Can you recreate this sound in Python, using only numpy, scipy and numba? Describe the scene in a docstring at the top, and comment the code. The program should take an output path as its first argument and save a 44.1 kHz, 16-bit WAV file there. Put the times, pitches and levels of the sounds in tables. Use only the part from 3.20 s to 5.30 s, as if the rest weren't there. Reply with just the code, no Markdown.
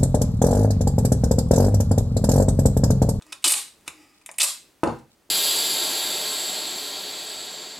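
"""Cloth tape in a small workshop, as noise and impulses driving resonances over quiet air and hiss.
It is picked at and rubbed with small crackles, then torn, and the hollow core jolts in the hand.
Fingers slide over the roll; a nail picks at the taut edge and the tape is torn a second time.
The roll cracks and rattles as it lands on a wooden bench, whose modes ring; a faint blow follows.
Throughout, the bench top mirrors each sound and the room answers with decaying noise."""
import sys
import numpy as np
from scipy import signal
from scipy.fft import rfft, irfft
from scipy.io import wavfile
from scipy.ndimage import uniform_filter1d
from numba import njit

SR = 44100
rng = np.random.default_rng(int(sys.argv[2]) if len(sys.argv) > 2 else 0)


def level_to_linear(level):
    """Convert decibel levels to linear amplitude factors, elementwise."""
    exponent = np.asarray(level, float) / 20
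    return 10 ** exponent


def transcribe(signal):
    """Save signal, clipped to [-1, 1], as a 16-bit WAV file at the path in sys.argv[1]."""
    frames = np.atleast_2d(signal).T
    limited = np.clip(frames, -1, 1)
    pcm = np.round(limited * 32767).astype(np.int16)
    wavfile.write(sys.argv[1], SR, pcm)


N = 92610  # samples, 2.1 s


def at_hz(table, hz):
    """Interpolation on a logarithmic frequency axis: reads a (frequency, value) table."""
    table = np.array(table)
    return np.interp(np.log(np.maximum(hz, 1)), np.log(table[:, 0]), table[:, 1])


def ring(x, hz, width):
    """Resonance: a second-order peak with Q = hz / width and gain 1 at its centre."""
    return signal.lfilter(*signal.iirpeak(hz, hz / width, SR), x)


def ring_twice(x, hz, width):
    """Cascaded resonance: two equal peaks in series fall off more steeply."""
    return ring(ring(x, hz, width), hz, width)


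def tint(x, table):
    """Spectral weighting: colours a sound by a (frequency, level) table."""
    n = x.shape[-1]
    return irfft(rfft(x) * level_to_linear(at_hz(table, np.fft.rfftfreq(n, 1 / SR))), n)


def walk(rate):
    """Random modulation: levels held 1 / rate s and slewed."""
    hold = int(SR / rate)
    levels = np.repeat(rng.standard_normal(N // hold + 1), hold)
    return uniform_filter1d(levels, hold)[:N]


def burst(x):
    """Windowed noise: a short piece at unit level under a rounded window."""
    x = x * np.sqrt(np.hanning(len(x)))
    return x / x.std()


# side weighting of everything distant: (frequency [Hz], level [dB])
SIDE_WIDTH = [(60, -16.5), (500, -8.5), (1500, -7.5), (4000, -7.5), (9000, -12.5), (15000, -17.5)]


def pair(mid, side):
    """Mid/side stereophony: left and right are the sum and difference of mid and weighted side."""
    side = tint(side, SIDE_WIDTH)
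    return np.array([mid + side, mid - side])


# spectrum of air and hiss: (frequency [Hz], relative level per Hz [dB])
FLOOR_SPECTRUM = [(12, -31), (25, -5.5), (60, -6), (150, -6), (300, -1.5), (450, -6.5), (1000, -12.5),
                  (2500, -16.5), (5000, -19), (9000, -20.5), (16000, -25)]
FLOOR_DB, FLOOR_FLICKER_DB = -62, 2.0  # rms of the mid; spread of its wandering level


def floor():
    """Stationary noise, slowly modulated: quiet workshop air and microphone hiss."""
    noise = tint(rng.standard_normal((2, N)), FLOOR_SPECTRUM)
    mid, side = noise * level_to_linear(FLOOR_FLICKER_DB * walk(9.95))
    return pair(mid, side) / mid.std() * level_to_linear(FLOOR_DB)


# small crackles of the tape, and the crack and rattle of the roll as it lands on the bench:
# (time [s], length [s], relative drive [dB] of the top, middle, low and body ring)
CRACKLE_EVENTS = [(0.0118, .002, -73, -80, -53, -44.5), (0.0219, 0.0018, -54.5, -47, -48, -52),
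                  (.065, 0.0028, -56, -58.5, -71, -52), (0.22, 0.019, -57.5, -65, -58, -69),
                  (0.121, 0.0048, -49.5, -47, -60.5, -48), (0.1225, 0.0079, -39.5, -38.5, -35.5, -41),
                  (.48, 0.00308, -48.5, -53, -49.5, -55), (.608, 0.0039, -69, -69, -66, -61),
                  (0.654, 0.052, -57.5, -59, -57.5, -55.5), (0.6757, 0.0063, -37, -41.5, -32, -36),
                  (0.706, 0.0045, -66, -65, -66, -64), (1.012, 0.0059, -66, -70.5, -58.5, -64),
                  (1.0615, 0.0019, -32.5, -58.5, -38, -53.5), (1.0905, 0.0018, -68.5, -43.5, -43, -37.5),
                  (1.1142, .001, -37.5, -52, -61, -61), (1.141, 0.0023, -60, -54.5, -57.5, -59),
                  (1.1853, 0.00069, -26.5, -37.5, -43, -45), (1.199, .001, -22, -29, -32, -36),
                  (1.633, 0.0091, -35.5, -49, -65, -18), (1.674, 0.0024, -55, -36.5, -42.5, -45),
                  (1.783, 0.015, -69.5, -63.5, -73, -64)]
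# strokes of tearing, threads snap in a row:
# (time [s], length [s], relative drive [dB] of the top, middle, low and body ring)
TEAR_STROKES = [(0.2418, .030, -4, -3.5, -7.5, -13.5), (0.276, 0.012, 4.5, -1, -12, -12),
                (0.2923, 0.023, -2, -11.5, -8, -19), (0.3181, .012, 2, -6.5, -10.5, -12),
                (0.3351, 0.0074, -5, -7.5, -7.5, -12.5), (1.2021, 0.017, -9, -7.5, -9.5, -26),
                (1.2161, 0.0094, -3.5, -5, -24, -19.5), (1.2286, .022, 0.5, -8, -13.5, -14)]
# rings of the tape and roll: (frequency [Hz], width [Hz])
TAPE_RINGS = [(8535, 3260), (4140, 3400), (2480, 1350), (1050, 1740)]
THREADS_PER_S, THREAD_JITTER, THREAD_SPREAD_DB = 380, .2, 0.5  # jitter: log spread of the gaps
FIBRES_PER_S, FIBRE_DB, FIBRE_SPREAD_DB = 8000, -6, 4.5
SNAP_DB, SNAP_S, AIR_DB = 5, 0.00066, -12  # gain and fading time of a snap; gain of its top ring
AIR_HZ, AIR_WIDTH_HZ = 11960, 4430
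STROKE_RISE_S, STROKE_END = 0.0034, .35  # end: share of the pull left
CRACKLE_DB = 9.5  # how hard a crackle drives the rings


def thread_snaps(n):
    """Near-periodic impulse train: threads snap in a nearly even row over n samples."""
    chance = rng.standard_normal((30, 2))
    gaps = np.exp(THREAD_JITTER * chance[1:, 0]) / THREADS_PER_S
    times = np.r_[0, np.cumsum(gaps)]
    keep = times < n / SR
    snaps = np.zeros(n)
    places = (times[keep] * SR).astype(int).clip(0, n - 1)
    snaps[places] = level_to_linear(SNAP_DB + THREAD_SPREAD_DB * chance[keep, 1])
    return snaps


def tape_and_roll():
    """Impulsive excitation of resonances: fibres and threads in a tear, noise bursts in a crackle."""
    fibres = (rng.random(N) < FIBRES_PER_S / SR) * rng.standard_normal(N)
    fibres = fibres * level_to_linear(FIBRE_SPREAD_DB * rng.exponential(1, N))
    fibres = fibres / fibres.std()
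    drive, hiss = np.zeros((4, N)), rng.standard_normal(N)
    fade = np.exp(-np.arange(256) / SR / SNAP_S)
    for t0, length, *dbs in TEAR_STROKES:
        i, n = int(t0 * SR), int(length * SR)
        snaps = thread_snaps(n)
        snap_noise = np.convolve(snaps, fade)[:n] * hiss[i:i + n]
        stroke = level_to_linear(FIBRE_DB) * fibres[i:i + n] + snap_noise - snaps
        rise = np.minimum(1, .5 + np.arange(n) / SR / STROKE_RISE_S / 2)  # starts at half pull
        fall = 1 - (1 - STROKE_END) * np.linspace(0, 1, n) ** 4
        drive[:, i:i + n] += level_to_linear(np.array(dbs))[:, None] * stroke * rise * fall
    for t0, length, *dbs in CRACKLE_EVENTS:
        i, n = int(t0 * SR), int(length * SR) + 3
        crackle = burst((hiss + fibres)[i:i + n])
        drive[:, i:i + n] += level_to_linear(np.array(dbs) + CRACKLE_DB)[:, None] * crackle
    out = -level_to_linear(AIR_DB) * ring_twice(drive[0], AIR_HZ, AIR_WIDTH_HZ)
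    for k, (hz, width) in enumerate(TAPE_RINGS):
        out = out + (-1) ** k * ring_twice(drive[k], hz, width)  # neighbours in opposite phase
    return out


# fingers slide on the tape: (time [s], rms level [dB])
SLIDE_LEVEL = [(0, -83), (.06, -65), (.11, -57), (.2, -92.5), (.24, -73), (0.659, -115), (.72, -62),
               (.82, -57.5), (.92, -64.5), (1.02, -69), (1.2, -82), (1.3, -89)]
# hollow of the roll under the fingers: (frequency [Hz], width [Hz], relative level [dB])
ROLL_HOLLOWS = [(306, 13, 1.5), (813, 51, -4.5), (1220, 72, -4), (2150, 600, 2.5), (4890, 400, -2.5),
                (7000, 930, -8), (8330, 4000, -32)]


def fingers():
    """Source and filter: a rough rub of noise heard through the hollows of the roll."""
    rub = rng.standard_normal(N) * level_to_linear(1.0 * walk(91))
    out = np.zeros(N)
    for hz, width, db in ROLL_HOLLOWS:
        out += level_to_linear(db) * ring(rub, hz, width) / np.sqrt(width / SR)  # power independent of width
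    level = np.interp(np.arange(N) / SR, *np.array(SLIDE_LEVEL).T)
    return out / out.std() * level_to_linear(level)


# the hollow core of the roll jolts in the hand: (time [s], level [dB])
CORE_JOLTS = [(.256, -20), (.264, -17.5)]
CORE_HZ, CORE_T60_S, CORE_RISE_S = 316.5, 0.064, 0.0051


def core():
    """Damped oscillation with a gradual onset: a soft, low, hollow bump."""
    t, out = np.arange(SR // 5) / SR, np.zeros(N)
    bump = np.sin(2 * np.pi * CORE_HZ * t) * (1 - np.exp(-t / CORE_RISE_S))
    bump = bump * 1000. ** (-t / CORE_T60_S)
    for t0, db in CORE_JOLTS:
        i = int(t0 * SR)
        out[i:i + len(t)] += level_to_linear(db) * bump
    return out


# blows on the bench: (time [s], relative level [dB], contact [s])
BENCH_BLOWS = [(.678, -33.5, 0.00098), (1.6335, 0.5, 0.00049), (1.6422, -8, 0.00061), (1.672, -12, 0.00067),
               (2.092, -46, 0.0013)]
# bench modes: (frequency [Hz], relative level [dB], 60 dB decay time [s])
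BENCH_MODES = [(51.5, -10.5, 0.29), (75, -5.5, .3), (149.5, -10, .18), (170, -5, 0.11), (242, -15, 0.26),
               (288.3, -7.5, .1), (332.7, 0, 0.084), (401, -3.5, .06), (480, -8, 0.041), (503, 4, 0.046),
               (615, 2, 0.024), (812, 7.5, 0.017), (960, 3, 0.018), (1244, -2.5, 0.017), (1380, -18, 0.036)]
BENCH_LOW_HZ = 152  # the top radiates little below this


def bench():
    """Modal superposition: a short push excites damped modes, a little differently at each blow."""
    t, out = np.arange(SR // 2) / SR, np.zeros(N + SR)
    hz, db, t60 = np.array(BENCH_MODES).T[:, :, None]
    for t0, blow_db, contact in BENCH_BLOWS:
        strength = level_to_linear(db + 2.0 * rng.standard_normal(hz.shape))
        modes = strength * np.sin(2 * np.pi * hz * t) * 1000. ** (-t / t60)
        push = np.hanning(int(contact * SR) + 3)
        sound = signal.fftconvolve(modes.sum(axis=0), push / push.sum())
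        i = int(t0 * SR)
        out[i:i + len(sound)] -= level_to_linear(blow_db) * sound / 4
    radiation = signal.butter(2, BENCH_LOW_HZ, "high", fs=SR, output="sos")
    return signal.sosfilt(radiation, out[:N])


# a fingernail picks at the taut tape edge:
# (time [s], length [s], relative drive [dB] of the high and low ring)
NAIL_PICKS = [(1.0607, .0015, -25.5, -21.5), (1.0905, .001, -52, -13), (1.1142, .001, -23, -41),
              (1.143, .001, -56, -40.5), (1.160, .002, -37.5, -51), (1.1828, .001, -10.5, -13),
              (1.1849, .002, -5, -2.5)]
# rings of the taut edge: (frequency [Hz], width [Hz])
EDGE_RINGS = [(8870, 3000), (2370, 680)]


def picks():
    """Resonance under short excitation: ticks of noise in the two rings of the stretched edge."""
    out = 0
    for k, (hz, width) in enumerate(EDGE_RINGS):
        drive = np.zeros(N)
        for t0, length, *dbs in NAIL_PICKS:
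            i, n = int(t0 * SR), int(length * SR) + 3
            drive[i:i + n] += level_to_linear(dbs[k]) * burst(rng.standard_normal(n)) / 2
        out = out + ring_twice(drive, hz, width) + level_to_linear(-13) * ring(drive, hz, 2.0 * width)
    return out


# room decay: (frequency [Hz], 60 dB decay time [s])
ROOM_DECAY = [(60, 0.46), (250, 0.2122), (1000, 0.2863), (4000, 0.37), (9000, 0.2433), (15000, 0.3025)]
# room colour: (frequency [Hz], relative level [dB])
ROOM_SPECTRUM = [(60, 10), (300, 7), (1000, 10.5), (3000, 1), (9000, 7), (15000, -2)]
MIRROR_S, MIRROR_DB, MIRROR_SIDE_DB = .0031, -6.5, -14  # side before its weighting
ROOM_DB, ROOM_RISE_S, ROOM_HOLD_S = -18, 0.002, 0.0089  # relative level
NEAR_DB, NEAR_T60_S = -8.5, .04  # quick scatter from things on the bench, relative level


def room(x):
    """Image source and diffuse decay: one bench reflection, and a wash whose bands die at own rates."""
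    t, wash = np.arange(int(.7 * SR)) / SR, 0
    for hz in 45 * 2 ** np.arange(0, 8.6, .5):  # half-octave steps
        band = ring(rng.standard_normal((2, len(t))), hz, hz / 2.5)
        fade = 1000. ** (-np.maximum(t - ROOM_HOLD_S, 0) / at_hz(ROOM_DECAY, hz))
        fade = fade + level_to_linear(NEAR_DB - ROOM_DB) * 1000. ** (-t / NEAR_T60_S)
        wash = wash + band * fade * level_to_linear(at_hz(ROOM_SPECTRUM, hz))
    rise = 1 - np.exp(-t / ROOM_RISE_S)
    wash = pair(wash[0], wash[1]) * rise * level_to_linear(ROOM_DB) / np.sqrt(SR / 100)
    lag = int(MIRROR_S * SR)
    mirror = level_to_linear(MIRROR_DB) * np.r_[np.zeros(lag), x[:-lag]]
    mirror_side = level_to_linear(MIRROR_SIDE_DB) * tint(mirror, SIDE_WIDTH)
    mirror = mirror + mirror_side * np.array([[1], [-1]])
    return x + mirror + signal.fftconvolve(x[None], wash, axes=1)[:, :N]


def scene():
    """Linear superposition: tape, roll, fingers and bench in the room, over the noise floor."""
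    return room(tape_and_roll() + fingers() + core() + bench() + picks()) + floor()


@njit
def follow(x, up, down):
    """Envelope detection: one-pole smoothing that rises fast and falls slowly."""
    out, e = np.empty(len(x)), 1e-6
    for i in range(len(x)):
        e += (x[i] - e) * (up if x[i] > e else down)
        out[i] = e
    return out


def band_limit(x):
    """A steep low-pass at the top of the band."""
    return signal.sosfilt(signal.butter(12, 16820, fs=SR, output="sos"), x)


LIMIT_DB, LIMIT_RATIO, ATTACK_S, RELEASE_S = -15, 4.73, 0.0012, 0.024
CEILING, LOW_CUT_HZ, TOP_HZ = 0.81, 23, 16200


def record(dry):
    """Dynamic compression, saturation and band limiting: loud moments dip, peaks are rounded."""
    env = follow(np.abs(dry).max(axis=0), 1 / (ATTACK_S * SR), 1 / (RELEASE_S * SR))
    gain = np.minimum(1, level_to_linear(LIMIT_DB) / env) ** (1 - 1 / LIMIT_RATIO)
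    ahead = 66  # samples by which the gain leads the sound
    gain = np.r_[gain[ahead:], np.ones(ahead)]
    rounded = CEILING * np.tanh(dry * gain / CEILING)
    top_cut = signal.ellip(8, .2, 60, TOP_HZ, fs=SR, output="sos")
    low_cut = signal.butter(2, LOW_CUT_HZ, "high", fs=SR, output="sos")
    mix = signal.sosfilt(low_cut, signal.sosfilt(top_cut, rounded))
    return band_limit(mix)


dry = scene()
out = record(dry)
transcribe(out)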